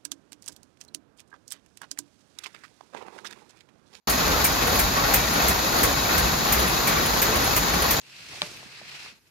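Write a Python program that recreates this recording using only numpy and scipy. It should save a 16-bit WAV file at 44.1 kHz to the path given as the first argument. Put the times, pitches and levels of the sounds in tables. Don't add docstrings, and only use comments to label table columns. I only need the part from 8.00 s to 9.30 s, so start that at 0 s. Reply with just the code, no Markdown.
import sys
import numpy as np
from scipy import signal
from scipy.io import wavfile
from scipy.ndimage import uniform_filter1d

SR = 44100
rng = np.random.default_rng(int(sys.argv[2]) if len(sys.argv) > 2 else 0)


def master_out(mix):
    frames = np.transpose(np.atleast_2d(mix))
    ceiling = np.clip(frames, -1, 1)
    pcm = np.round(ceiling * 32767).astype(np.int16)
    wavfile.write(sys.argv[1], SR, pcm)


N = 57330

# start_s, level_db (rms), jet_resonance_hz, treble_db, rumble_db (both shares added to the colour)
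AIR_FLOW = [
    [(0.0, -57.5, 2660, 2, 5.5), (0.162, -46, 2770, -1, -0.5), (0.38, -40, 2530, 1, 2.5),
     (0.4, -41, 2450, 1, -2)],
    [(0.47, -42, 2680, 4.5, 6.5), (0.702, -47, 2200, -2.5, 3), (0.73, -45, 2610, -2.5, 2.5),
     (0.78, -43, 2000, -5.5, -2.5), (0.83, -45.5, 2300, -4.5, 5.5), (0.928, -40, 2520, -4.5, -3.5),
     (1.044, -42.5, 2300, -1, 0), (1.082, -41, 2460, -6, -1.5), (1.15, -56.5, 2250, -0.5, 6)],
    [(1.17, -59.5, 2250, 6.5, 9), (1.192, -63.5, 2290, -3, 9), (1.198, -70.5, 2290, 9, 1),
     (1.252, -70, 2420, 8, 13), (1.274, -60.5, 2420, 0, 4), (1.28, -68.5, 2430, 15, 18),
     (1.3, -65, 2440, -5, -3)],
]
# frequency_hz, density_db (per Hz)
AIR_COLOUR = [(29, -42), (50, -12), (75, 2), (107, -11.5), (135, 1), (171, -6.5), (268, -10.5), (392, -3),
              (431, -9), (586, -9), (778, -9), (1580, -4), (2480, -3.5), (3400, -4.5), (4200, 0),
              (5170, -2.5), (6250, -7.5), (14300, -23)]
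# start_s, level_db, pitch_hz, pan_db (left minus right)
JAW_BLOWS = [(.4173, -31, 4000, -8), (.41897, -7.4, 3700, 5), (.41924, -22, 6000, -10),
             (.41974, -19, 4200, -10), (.4202, -26, 2400, -6), (.4207, -26, 2600, 6), (.4240, -30, 6000, 3),
             (.4259, -29, 5500, -5), (.4310, -27, 1800, 0)]
# pitch_hz, level_db (relative to the blow), t60_s
JAW_MODES = [(330, -26, .02), (440, -34, .1), (594, -28, .13), (870, -27, .11), (800, -17, .015),
             (1035, -23, .025), (1190, -33, .1), (1500, -18, .008), (1850, -31, .08), (2400, -20, .014),
             (2800, -28, .01), (6600, -14, .004), (8200, -21, .004), (11000, -12, .0025),
             (13200, -18, .002)]
# frequency_hz, density_db (per Hz)
RATTLE_COLOUR = [(59, -44), (100, -35), (202, -33), (318, 8), (604, -4), (1330, -0.5), (1810, 2.5),
                 (3580, -4.5), (5080, -1.5), (14000, -28)]
# start_s, level_db (before the fade), pitch_hz, pan_db (left minus right)
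FILM_POPS = [(.016, -29, 4380, 6), (.050, -47, 2740, 28), (.201, -44.5, 137, -3), (.333, -31.5, 865, -1.5),
             (.3475, -33, 820, -2), (0.375, -33, 780, -1), (.381, -45, 172, -11), (.383, -42, 450, -5),
             (0.514, -36.5, 350, -1), (0.572, -28, 2480, 10), (.574, -48, 199, 4), (.629, -32, 804, -2),
             (0.658, -49.5, 223, -32.5), (.815, -30.5, 680, -1), (.821, -42, 192, 0),
             (1.062, -28.5, 1100, -1), (1.125, -52.5, 235, -21)]
# frequency_hz, density_db (per Hz)
ROOM_COLOUR = [(29, -32), (50, 3), (332, -7.5), (462, -9), (533, -19), (2150, -12.5), (7910, -29),
               (11300, -17.5), (14300, -21)]
# frequency_hz, likeness (0 to 1, no unit)
EAR_LIKENESS = [(60, 0.5), (99, 0.46), (160, 0.3), (270, 0.57), (450, 0.42), (740, 0.79), (1220, 0.12),
                (2010, 0.096), (3330, 0.094), (5500, 0.11), (9080, 0.18), (15000, 0.01)]
# frequency_hz, left_minus_right_db
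EAR_BALANCE = [(60, 2), (130, -3), (290, 0), (640, 0), (1410, -2.5), (3100, 2.5), (6820, -5.5), (15000, -1)]

TREBLE_HZ, RUMBLE_HZ = 5560, 970
NOZZLE_WIDTH_HZ, NOZZLE_DB = 870, 4.5
WHISTLE_HZ, WHISTLE_WIDTH_HZ, WHISTLE_DB = 2620, 170, 3
PATCH_DB, FLICKER_DB = 1, 1

CRACK_LEAD_S = .0006
CRACK_CYCLES = .75
CRACK_EARLY = .15
RATTLE_DB, RATTLE_RISE_S, RATTLE_T60_S = -32, 0.005, 0.15
THUD_HZ, THUD_DB, THUD_PEAK_S = 175, -37, .013

POP_CYCLES, POP_FADE = 2.3, .8
SQUEAK_S, SQUEAK_LEN_S, SQUEAK_DB = .003, .015, -52.5
SQUEAK_HZ, SQUEAK_WIDTH_HZ = 6720, 300
ECHO_DB, ECHO_T60_S = -8, 0.13
TICK_S, TICK_DB, TICK_T60_S = .566, -54, 0.097
TICK_HZ, TICK_WIDTH_HZ = 14000, 2500

HUM_HZ, HUM_WIDTH_HZ, HUM_DB = 138, 6.4, -66.5
HUM_FOLLOW = 0.46
ROOM_DB = -67
LAG_MS = .115
TOP_HZ = 14600
LOW_CUT_HZ, EDGE_HZ = 60, 16037

FFT_SIZE, HOP = 512, 128
HZ = np.fft.rfftfreq(FFT_SIZE, 1 / SR)[:, None]
FRAMES = np.arange(N // HOP + 5) * HOP / SR


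def amp(db):
    return 10 ** (np.asarray(db) / 20)


def evened(x):
    return x / np.sqrt(np.mean(x ** 2) + 1e-20)


def read(points, hz):
    f, value = np.transpose(points)
    return np.interp(np.log(hz + 1), np.log(f + 1), value)


def flow(t, column):
    rows = np.vstack(AIR_FLOW)
    return np.interp(t, rows[:, 0], rows[:, column])


def add(mix, start_s, sound, pan_db):
    for ear, lag_s, side in ((0, LAG_MS / 1000, .5), (1, 0, -.5)):
        part = mix[ear, round((start_s + lag_s) * SR):][:len(sound)]
        part += amp(side * pan_db) * sound[:len(part)]


def dying(start_s, db, rise_s, t60_s):
    since = np.maximum(np.arange(N) / SR - start_s, 0)
    return (1 - np.exp(-since / rise_s)) * amp(db - 60 * since / t60_s)


def noise(field_db):
    a, b, c, d = rng.standard_normal((len(FRAMES), len(HZ), 4)).T
    likeness = np.clip(read(EAR_LIKENESS, HZ), -1, 1)
    right = a + 1j * b
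    left = likeness * right + np.sqrt(1 - likeness ** 2) * (c + 1j * d)
    balance = amp(.5 * read(EAR_BALANCE, HZ))
    spectra = np.array([left * balance, right / balance]) * amp(field_db)
    spectra = spectra / (1 + (HZ / TOP_HZ) ** 120)
    return signal.istft(spectra, nperseg=FFT_SIZE, noverlap=FFT_SIZE - HOP)[1][:, :N]


def steady_noise(colour):
    return evened(noise(read(colour, HZ) + 0 * FRAMES))


def air():
    patches = rng.standard_normal((len(FRAMES), len(HZ))).T
    patches = uniform_filter1d(patches, size=6, axis=0)
    patches = evened(uniform_filter1d(patches, size=14, axis=1))
    flicker = evened(uniform_filter1d(rng.standard_normal(len(FRAMES)), size=3))
    nozzle = NOZZLE_DB * np.exp(-((HZ - flow(FRAMES, column=2)) / NOZZLE_WIDTH_HZ) ** 2)
    whistle = WHISTLE_DB * np.exp(-((HZ - WHISTLE_HZ) / WHISTLE_WIDTH_HZ) ** 2)
    treble = flow(FRAMES, column=3) / (1 + (TREBLE_HZ / (HZ + 1)) ** 4)
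    rumble = flow(FRAMES, column=4) / (1 + (HZ / RUMBLE_HZ) ** 4)
    field_db = read(AIR_COLOUR, HZ) + nozzle + whistle + treble + rumble
    field_db = field_db + PATCH_DB * patches + FLICKER_DB * flicker
    return amp(flow(np.arange(N) / SR, column=1)) * evened(noise(field_db))


def jaw_ring(t):
    since = np.maximum(t - .25 * CRACK_LEAD_S, 0)
    ring = np.zeros(len(t))
    for k, (hz, db, t60_s) in enumerate(JAW_MODES):
        sign = (-1) ** (k // 3)
        ring += sign * amp(db - 60 * since / t60_s) * np.sin(2 * np.pi * hz * since)
    return ring * np.minimum(since / CRACK_LEAD_S, 1)


def table_thud(t):
    swell = (t / THUD_PEAK_S * np.exp(1 - t / THUD_PEAK_S)) ** 5
    return amp(THUD_DB) * swell * np.sin(2 * np.pi * THUD_HZ * t)


def jaw():
    out, t = np.zeros((2, N)), np.arange(SR // 5) / SR
    ring = jaw_ring(t)
    for start_s, db, hz, pan_db in JAW_BLOWS:
        cycles = (t - CRACK_LEAD_S) * hz
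        swell = np.exp(-.5 * ((cycles + CRACK_EARLY) / CRACK_CYCLES) ** 2)
        crack = -swell * np.cos(2 * np.pi * cycles)
        add(out, start_s - CRACK_LEAD_S, amp(db) * crack, pan_db)
        add(out, start_s - CRACK_LEAD_S, amp(db) * ring, 0)
    main_blow_s = JAW_BLOWS[1][0]
    add(out, main_blow_s, table_thud(t), -3)
    rattle = steady_noise(RATTLE_COLOUR)
    return out + dying(main_blow_s, RATTLE_DB, RATTLE_RISE_S, RATTLE_T60_S) * rattle


def squeak():
    t = np.arange(int(SQUEAK_LEN_S * SR)) / SR
    wobble = evened(uniform_filter1d(rng.standard_normal(len(t)), size=40))
    turns = np.cumsum(SQUEAK_HZ + SQUEAK_WIDTH_HZ * wobble) / SR
    swell = np.sin(np.pi * t / SQUEAK_LEN_S) ** .5
    return amp(SQUEAK_DB) * swell * np.sin(2 * np.pi * turns)


def film():
    out = np.zeros((2, N))
    for start_s, db, hz, pan_db in FILM_POPS:
        cycles = np.arange(int(POP_CYCLES * SR / hz)) * hz / SR
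        swell = np.sin(np.pi * cycles / POP_CYCLES) * np.exp(-POP_FADE * cycles)
        add(out, start_s, -amp(db) * swell * np.sin(2 * np.pi * cycles), pan_db)
    add(out, SQUEAK_S, squeak(), 0)
    t = np.arange(SR // 10) / SR
    taps = rng.standard_normal((2, len(t))) * amp(-60 * t / ECHO_T60_S) * (t > .002)
    taps = taps / np.linalg.norm(taps[0])
    return out + amp(ECHO_DB) * signal.fftconvolve(out, taps, axes=1)[:, :N]


def tick():
    band = noise(-20 * ((HZ - TICK_HZ) / TICK_WIDTH_HZ) ** 2 + 0 * FRAMES)
    return dying(TICK_S, TICK_DB, .002, TICK_T60_S) * evened(band)


def hum():
    t = np.arange(N) / SR
    pole = np.exp(-np.pi * HUM_WIDTH_HZ / SR)
    drift = rng.standard_normal(N) + 1j * rng.standard_normal(N)
    drift = signal.lfilter([1 - pole], [1, -pole], drift)
    waver = 1 + drift / np.abs(drift).std() * .5
    tone = evened((waver * np.exp(2j * np.pi * HUM_HZ * t)).real)
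    level_db = flow(t, column=1)
    return amp(HUM_DB + HUM_FOLLOW * (level_db - level_db.max())) * tone


def room():
    return amp(ROOM_DB) * steady_noise(ROOM_COLOUR)


def scene():
    return air() + jaw() + film() + tick() + hum() + room()


def record(dry):
    low_cut = signal.butter(3, LOW_CUT_HZ, "high", fs=SR, output="sos")
    cut = signal.sosfilt(low_cut, dry)
    band_limit = signal.firwin(511, EDGE_HZ, window=("kaiser", 9), fs=SR)
    return signal.oaconvolve(cut, band_limit[None], "same")


dry = scene()
out = record(dry)
master_out(out)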